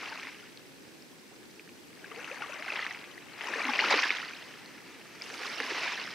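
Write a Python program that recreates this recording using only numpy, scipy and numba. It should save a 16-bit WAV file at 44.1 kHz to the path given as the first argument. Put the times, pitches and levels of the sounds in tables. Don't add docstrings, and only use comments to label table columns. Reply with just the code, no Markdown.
import sys
import numpy as np
from scipy import signal
from scipy.fft import rfft, irfft
from scipy.io import wavfile
from scipy.ndimage import uniform_filter1d
from numba import njit

SR = 44100
rng = np.random.default_rng(int(sys.argv[2]) if len(sys.argv) > 2 else 0)


def wav_out(sig):
    wavfile.write(sys.argv[1], SR, np.round(np.clip(np.atleast_2d(sig).T, -1, 1) * 32767).astype(np.int16))


N = 270774
TIME_S = np.arange(N) / SR
BINS_HZ = np.maximum(np.arange(N // 2 + 1) * SR / N, 1)


def undb(db):
    return 10 ** (np.asarray(db) / 20)


def rms(x):
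    return np.sqrt(np.mean(x ** 2))


def over_pitch(points):
    hz, value = np.transpose(points)
    return np.interp(np.log(BINS_HZ), np.log(hz), value)


def shape(x, gain):
    return irfft(rfft(x) * gain, N)


def walk(rate_hz):
    hold = max(int(SR / rate_hz), 2)
    steps = rng.standard_normal(N)[np.arange(N) // hold]
    slewed = uniform_filter1d(uniform_filter1d(steps, hold), hold // 2)
    return slewed / rms(slewed)


def add(track, start_s, sound):
    start = max(int(start_s * SR), 0)
    track[start:start + len(sound)] += sound[:max(N - start, 0)]


def surge_power(arrival_s, crest_s, build_db, drain_db_per_s, front_db=25):
    early_s, late_s = np.maximum(arrival_s - TIME_S, 0), np.maximum(TIME_S - crest_s, 0)
    rise_db = np.interp(TIME_S, [arrival_s, crest_s], [-build_db, 0])
    rise_db -= front_db * early_s / (crest_s - arrival_s)
    return undb(rise_db - drain_db_per_s * late_s) ** 2


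def linger_power(arrival_s, crest_s, fade_db_per_s=0.5):
    fade = undb(-fade_db_per_s * (TIME_S - crest_s)) ** 2
    return (TIME_S > crest_s) * (crest_s - arrival_s) * fade


# lead on the crest as a share of
# the build, drain speed factor, slack-water level in dB.
BUBBLE_SIZES = [(0.66, 1.2, -61.5), (0.16, 1.05, -70), (0.0035, 0.97, -67), (0.077, 0.82, -63.5)]
# arrival and crest in seconds, crackle at crest in dB, build in dB, drain in dB/s, gulp,
# babble and fizz in dB over crackle, spray in dB, bubbles over foam in dB, left minus right in dB
WAVE_SURGES = [(-0.2, 0.263, -46, -7.5, 58, -6, -4, -7.5, -63.5, 0, 2, 0),
               (2.187, 2.576, -44.5, 2.5, 19, -15, -4.5, -13.5, -61.5, 2, 4.5, 3.5),
               (2.683, 2.84, -40, 2, 76, -18, -4, -10, -68, 6, -0.5, 0),
               (3.448, 3.716, -34, 6.5, 29, -12.5, -5, -11.5, -55.5, 1.5, 3.5, 2.5),
               (3.808, 4.033, -30.5, 3, 62, -12, -6.5, -7, -64, 3, 1.5, -1.5),
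               (3.908, 3.935, -29.5, 0, 168, -8, -2, -4.5, -64, 0, 1, 0),
               (5.247, 5.47, -41.5, 8.5, 16, -10, -4.5, -3, -56, 0, 1, -2.5),
               (5.65, 5.863, -34.5, 5.5, 49, -12.5, -5.5, -7, -58.5, 0, -0.5, -1)]


def surf_envelopes(linger_db=-20.5, sizzle_db=-9):
    slack_spray_db, slack_bubbly_db, linger_bubbly_db = -74, -0.5, -4.5
    size_power = [undb(slack_db) ** 2 for _, _, slack_db in BUBBLE_SIZES]
    spray_power = undb(slack_spray_db) ** 2
    weight = size_power[2]
    bubbly, pan = weight * slack_bubbly_db, 0
    for (arrival_s, crest_s, crackle_db, build_db, drain_db_per_s, gulp_db, babble_db, fizz_db,
         spray_db, bubbly_db, pan_from_db, pan_to_db) in WAVE_SURGES:
        crest_power = undb(crackle_db) ** 2
        linger = linger_power(arrival_s, crest_s)
        foam_left = undb(crackle_db + linger_db) ** 2 * linger
        for k, size_db in enumerate((gulp_db, babble_db, 0, fizz_db)):
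            lead, speed, _ = BUBBLE_SIZES[k]
            peak_s = crest_s - lead * (crest_s - arrival_s)
            breaking = crest_power * surge_power(arrival_s, peak_s, build_db, drain_db_per_s * speed)
            size_power[k] = size_power[k] + undb(size_db) ** 2 * (breaking + foam_left)
        flying = surge_power(arrival_s, crest_s, 0, drain_db_per_s, front_db=45)
        spray_power = spray_power + undb(spray_db) ** 2 * (flying + undb(sizzle_db) ** 2 * linger)
        surge = crest_power * surge_power(arrival_s, crest_s, build_db, drain_db_per_s)
        weight = weight + surge + foam_left
        bubbly = bubbly + surge * bubbly_db + foam_left * linger_bubbly_db
        pan = pan + surge * np.interp(TIME_S, [arrival_s, crest_s], [pan_from_db, pan_to_db])
    return 10 * np.log10(size_power), 10 * np.log10(spray_power), bubbly / weight, pan / weight


@njit
def ring_bubbles(start, hz, cycles, left, right, glide):
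    out = np.zeros((2, N))
    for k in range(len(start)):
        life_samples = cycles[k] * SR / hz[k]
        phasor, softening = 1 + 0j, 1.
        fade = np.exp(-4 / life_samples)
        step = np.exp(2j * np.pi * hz[k] / SR - 1 / life_samples)
        climb = np.exp(2j * np.pi * hz[k] / SR * glide[k] / (5 * life_samples))
        for i in range(start[k], min(start[k] + int(6 * life_samples), N)):
            phasor *= step
            step *= climb
            softening *= fade
            out[0, i] += left[k] * phasor.imag * (1 - softening)
            out[1, i] += right[k] * phasor.imag * (1 - softening)
    return out


def bubble_cloud(count, cycles, spread_db, glide, scatter):
    when, pitch, size, life, rise = rng.random((count, 5)).T
    start = (when * N).astype(np.int64)
    hz = 180 * (15000 / 180) ** (pitch ** .6)
    strength = undb(spread_db * np.minimum(-np.log(1 - size), 4))
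    side = np.clip(scatter * np.sqrt(hz / 2000), 0, 1) * rng.standard_normal(count)
    left, right = strength * (1 + side), strength * (1 - side)
    ring_cycles = cycles * 2 ** (2 * life - 1) * np.cbrt(hz / 2000)
    cloud = ring_bubbles(start, hz, ring_cycles, left, right, glide * (2 * rise - .5))
    power = uniform_filter1d(np.mean(np.abs(rfft(cloud)) ** 2, axis=0), size=1501)
    cloud = shape(cloud, 1 / np.sqrt(power + power.max() / 10 ** 4))
    return cloud / rms(cloud)


def foam(flutter_db, width):
    mid, side = rng.standard_normal((2, N))
    side = shape(side, width * np.minimum((BINS_HZ / 2000) ** .7, 3))
    hiss = np.array([mid + side, mid - side]) * undb(flutter_db * walk(92))
    return hiss / rms(hiss)


BAND_EDGES_HZ = [170, 600, 1400, 3300, 7000]
# frequency in Hz, relative spectral level in dB.
WASH_SPECTRUM = [(100, -54), (180, -18), (250, -6.5), (420, -3), (670, -8.5), (850, -7), (1300, -5),
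                 (2050, -1), (2650, -2.5), (3400, -10.5), (5200, -12), (6300, -21), (7400, -34.5),
                 (15500, -50)]


def wash(levels_db, bubbly_db):
    cloud = bubble_cloud(count=20000, cycles=3.16, spread_db=4.0, glide=0.17, scatter=0.28)
    water = undb(bubbly_db) * cloud + foam(flutter_db=1.82, width=0.12)
    water = shape(water, undb(over_pitch(WASH_SPECTRUM)))
    highpass = [1] + [1 / (1 + (hz / BINS_HZ) ** 8) for hz in BAND_EDGES_HZ[1:-1]] + [0]
    slosh_db = 0.62 * walk(45)
    out = 0
    for k, level_db in enumerate(levels_db):
        band = shape(water, (BINS_HZ > BAND_EDGES_HZ[k]) & (BINS_HZ < BAND_EDGES_HZ[k + 1]))
        power = np.mean(band ** 2, axis=0)
        slow_rms = np.sqrt(uniform_filter1d(uniform_filter1d(power, size=3500), size=1500))
        steady = shape(water, highpass[k] - highpass[k + 1]) / slow_rms
        out = out + undb(level_db + slosh_db) * steady
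    return out


# frequency in Hz, relative spectral level in dB.
SPRAY_SPECTRUM = [(4000, -30), (6000, 14), (7200, 2.5), (8500, 2), (9500, -2.5), (10500, 2), (11500, -9),
                  (12800, -4), (15500, -33)]


def spray(level_db):
    drops = bubble_cloud(count=5000, cycles=3.8, spread_db=0.5, glide=0.092, scatter=.3)
    hiss = undb(-0.5) * foam(flutter_db=-0.5, width=0.2)
    colour = undb(over_pitch(SPRAY_SPECTRUM)) * (BINS_HZ > SPRAY_SPECTRUM[0][0])
    patter = shape(drops + hiss, colour)
    return patter / rms(patter) * undb(level_db)


# frequency in Hz, relative spectral level in dB before the tilt.
SEA_SPECTRUM = [(15, -68), (25, -31), (140, -7.5), (204, -5.5), (331, -3.5), (648, -17.5), (826, -14.5),
                (1200, -21), (1710, -10.5), (1950, -15), (2300, -12), (3170, -17), (4500, -19), (7300, -25),
                (15500, -33)]
# frequency in Hz, left-right correlation.
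SEA_CORRELATION = [(60, -0.43), (130, -0.23), (280, 0.32), (700, 0.025), (4000, -0.3), (9000, 0.12)]


def sea(mid_db, heave_db):
    correlation = np.clip(over_pitch(SEA_CORRELATION), -1, 1)
    tilt_db = over_pitch([(150, 0.5), (400, 0.5), (1000, -1), (2500, -4.5), (5000, -3.5), (8000, 1)])
    colour = undb(over_pitch(SEA_SPECTRUM) + tilt_db)
    mid = shape(rng.standard_normal(N), colour * np.sqrt(1 + correlation))
    side = shape(rng.standard_normal(N), colour * np.sqrt(1 - correlation))
    far = np.array([mid + side, mid - side]) / rms(mid) * undb(mid_db)
    murmur = shape(far, 1 / (1 + (BINS_HZ / 2500) ** 4))
    hiss = far - murmur
    return hiss + murmur * undb(heave_db * walk(8))


def whine(hz, width_hz, level_db):
    tone = shape(rng.standard_normal((2, N)), 1 / (1 + ((BINS_HZ - hz) / width_hz) ** 2))
    return undb(level_db) * tone / rms(tone)


def stray_pops(crackle_db, count, over_db=5, spread_db=1.5, centre_hz=2540, octaves=0.58, cycles=1.35):
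    starts = rng.integers(0, N, count)
    sizes, pitches = np.clip(rng.standard_normal((count, 2)), -2, 2).T
    levels_db = crackle_db[starts] + over_db + spread_db * sizes
    hz = centre_hz * 2 ** (octaves * pitches)
    return list(zip(starts / SR, levels_db, hz, [cycles] * count))


# start in seconds, level in dB, pitch in Hz, cycles to peak.
CLOSE_POPS = [(0.1, -31.5, 4950, 1.5), (0.175, -33, 2550, 1.8), (0.231, -27.5, 2120, 1.1),
              (0.2707, -28, 1920, 1.2), (0.574, -34.5, 4200, 1.4), (1.023, -39, 5150, 2.8),
              (1.5957, -33.5, 2430, 1.7), (1.676, -44, 1770, 1.4), (1.692, -38.5, 2500, 1.1),
              (2.043, -36.5, 1620, 3.7), (2.1603, -33.5, 2600, 1.8), (2.2448, -27.5, 2660, 1.8),
              (2.277, -34, 1670, 1.9), (2.3146, -29, 2530, 2.4), (2.4214, -29, 1420, 3.9),
              (2.42, -29.5, 2750, 2), (2.540, -33, 5700, 2.9), (2.6245, -25.5, 1990, 1),
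              (2.702, -25, 2580, 4.3), (2.7211, -23, 2220, 1.7), (2.7388, -26.5, 2550, 2.3),
              (2.763, -19.5, 2400, .8), (2.7918, -21.5, 1900, 2.2), (2.8245, -27.5, 2010, 6),
              (2.8653, -20, 1900, 1), (2.909, -30.5, 1960, 3.7), (2.9471, -29, 2130, 1.3),
              (3.041, -34, 2380, 1.3), (3.1775, -37, 1920, 3.2), (3.4095, -23, 2270, 0.89),
              (3.5368, -23, 1740, 2.9), (3.616, -23.5, 2400, 3.5), (3.6528, -17.5, 2440, 1.2),
              (3.791, -11.5, 2010, 1.7), (3.9078, -16, 1900, 1.2), (3.914, -18, 4940, 1.9),
              (3.9422, -9, 2000, 0.45), (4.023, -17, 5400, 1.5), (4.032, -16.5, 1960, 1.9),
              (4.1051, -12, 2240, 1.7), (4.2283, -28.5, 1380, 1.8), (4.6597, -37.5, 4300, 2.1),
              (5.2135, -34, 2270, 2.6), (5.2203, -25, 5040, 3.7), (5.301, -32, 1700, 1.6),
              (5.4352, -23, 2170, 0.45), (5.602, -16, 1800, 0.79)]


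def pops(bursts, glide, splash_db, splash_s):
    pings, splash_gain = np.zeros((2, N))
    t = TIME_S[:SR // 20]
    splash = shape(rng.standard_normal(N), undb(over_pitch(WASH_SPECTRUM)))
    splash_envelope = (t / splash_s) * np.exp(1 - t / splash_s)
    for start_s, level_db, hz, cycles in bursts:
        age = t * hz / max(cycles, .3)
        pitch_hz = hz * (1 + glide * np.tanh((age - 1) / 4))
        envelope = (age * np.exp(1 - age)) ** 1.5
        add(pings, start_s, undb(level_db) * envelope * np.sin(2 * np.pi * np.cumsum(pitch_hz) / SR))
        thrown = min(2000 / hz, 1) ** 2
        add(splash_gain, start_s, undb(level_db + splash_db) * thrown * splash_envelope)
    bandpass = 1 / (1 + (280 / BINS_HZ) ** 4) / (1 + (BINS_HZ / 6500) ** 6)
    return shape(pings + splash_gain * splash / rms(splash), bandpass)


# start in seconds, glide time in seconds, pitch in Hz at start and after that time, level in dB.
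AIR_POCKETS = [(0.114, .03, 920, 910, -40), (0.423, 0.043, 1224, 2080, -51), (1.128, .015, 1010, 1150, -54),
               (1.31, .04, 595, 1690, -56), (2.111, 0.041, 436, 473, -46),
               (2.115, 0.011, 1160, 1200, -38.5), (2.164, 0.059, 426, 585, -42),
               (2.307, 0.04, 457, 720, -40.5), (2.402, 0.049, 754, 1094, -42.5),
               (2.436, 0.018, 1176, 1140, -35.5), (2.494, 0.018, 537, 660, -39),
               (2.525, 0.038, 1010, 1350, -45), (2.587, 0.05, 560, 740, -45),
               (3.48, 0.018, 1140, 766, -32.5), (3.555, 0.03, 474, 445, -36),
               (3.588, 0.039, 1180, 1040, -34.5), (3.645, 0.052, 300, 226, -39),
               (3.684, 0.045, 273, 225, -33.5), (3.687, 0.013, 1180, 1040, -27),
               (3.688, 0.026, 880, 774, -27.5), (3.818, 0.02, 800, 1190, -26.5),
               (3.839, 0.009, 1470, 1220, -21), (3.91, 0.01, 777, 850, -22.5),
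               (3.922, 0.017, 944, 1140, -23), (3.939, 0.012, 480, 370, -21.5),
               (3.953, 0.031, 335, 269, -34), (5.603, 0.019, 488, 452, -34.5),
               (5.604, 0.032, 296, 250, -43.5), (5.715, 0.024, 347, 397, -38)]


def gurgles(waver=0.022):
    out = np.zeros(N)
    wobble = 1 + waver * walk(200)
    for start_s, glide_s, from_hz, to_hz, level_db in AIR_POCKETS:
        age = TIME_S[:int(2 * glide_s * SR)] / glide_s
        pitch_hz = from_hz * (to_hz / from_hz) ** np.minimum(age, 1.2)
        pitch_hz *= wobble[int(start_s * SR):][:len(age)]
        envelope = (4 * age * np.exp(1 - 4 * age)) ** 1.5
        add(out, start_s, undb(level_db) * envelope * np.sin(2 * np.pi * np.cumsum(pitch_hz) / SR))
    return out


def scene():
    levels_db, spray_db, bubbly_db, pan_db = surf_envelopes()
    near = wash(levels_db, bubbly_db) + gurgles()
    around = spray(spray_db) + sea(mid_db=-56, heave_db=.5)
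    bursts = CLOSE_POPS + stray_pops(crackle_db=levels_db[2], count=36)
    near += pops(bursts, glide=0.014, splash_db=-17, splash_s=0.0031)
    pan_gain = undb(np.array([pan_db, -pan_db]) / 2)
    return near * pan_gain + around + whine(hz=7900, width_hz=41, level_db=-76.5)


def record(dry):
    cutoff_hz = 15600
    return signal.sosfilt(signal.ellip(10, .2, 70, cutoff_hz, fs=SR, output="sos"), dry)


dry = scene()
out = record(dry)
wav_out(out)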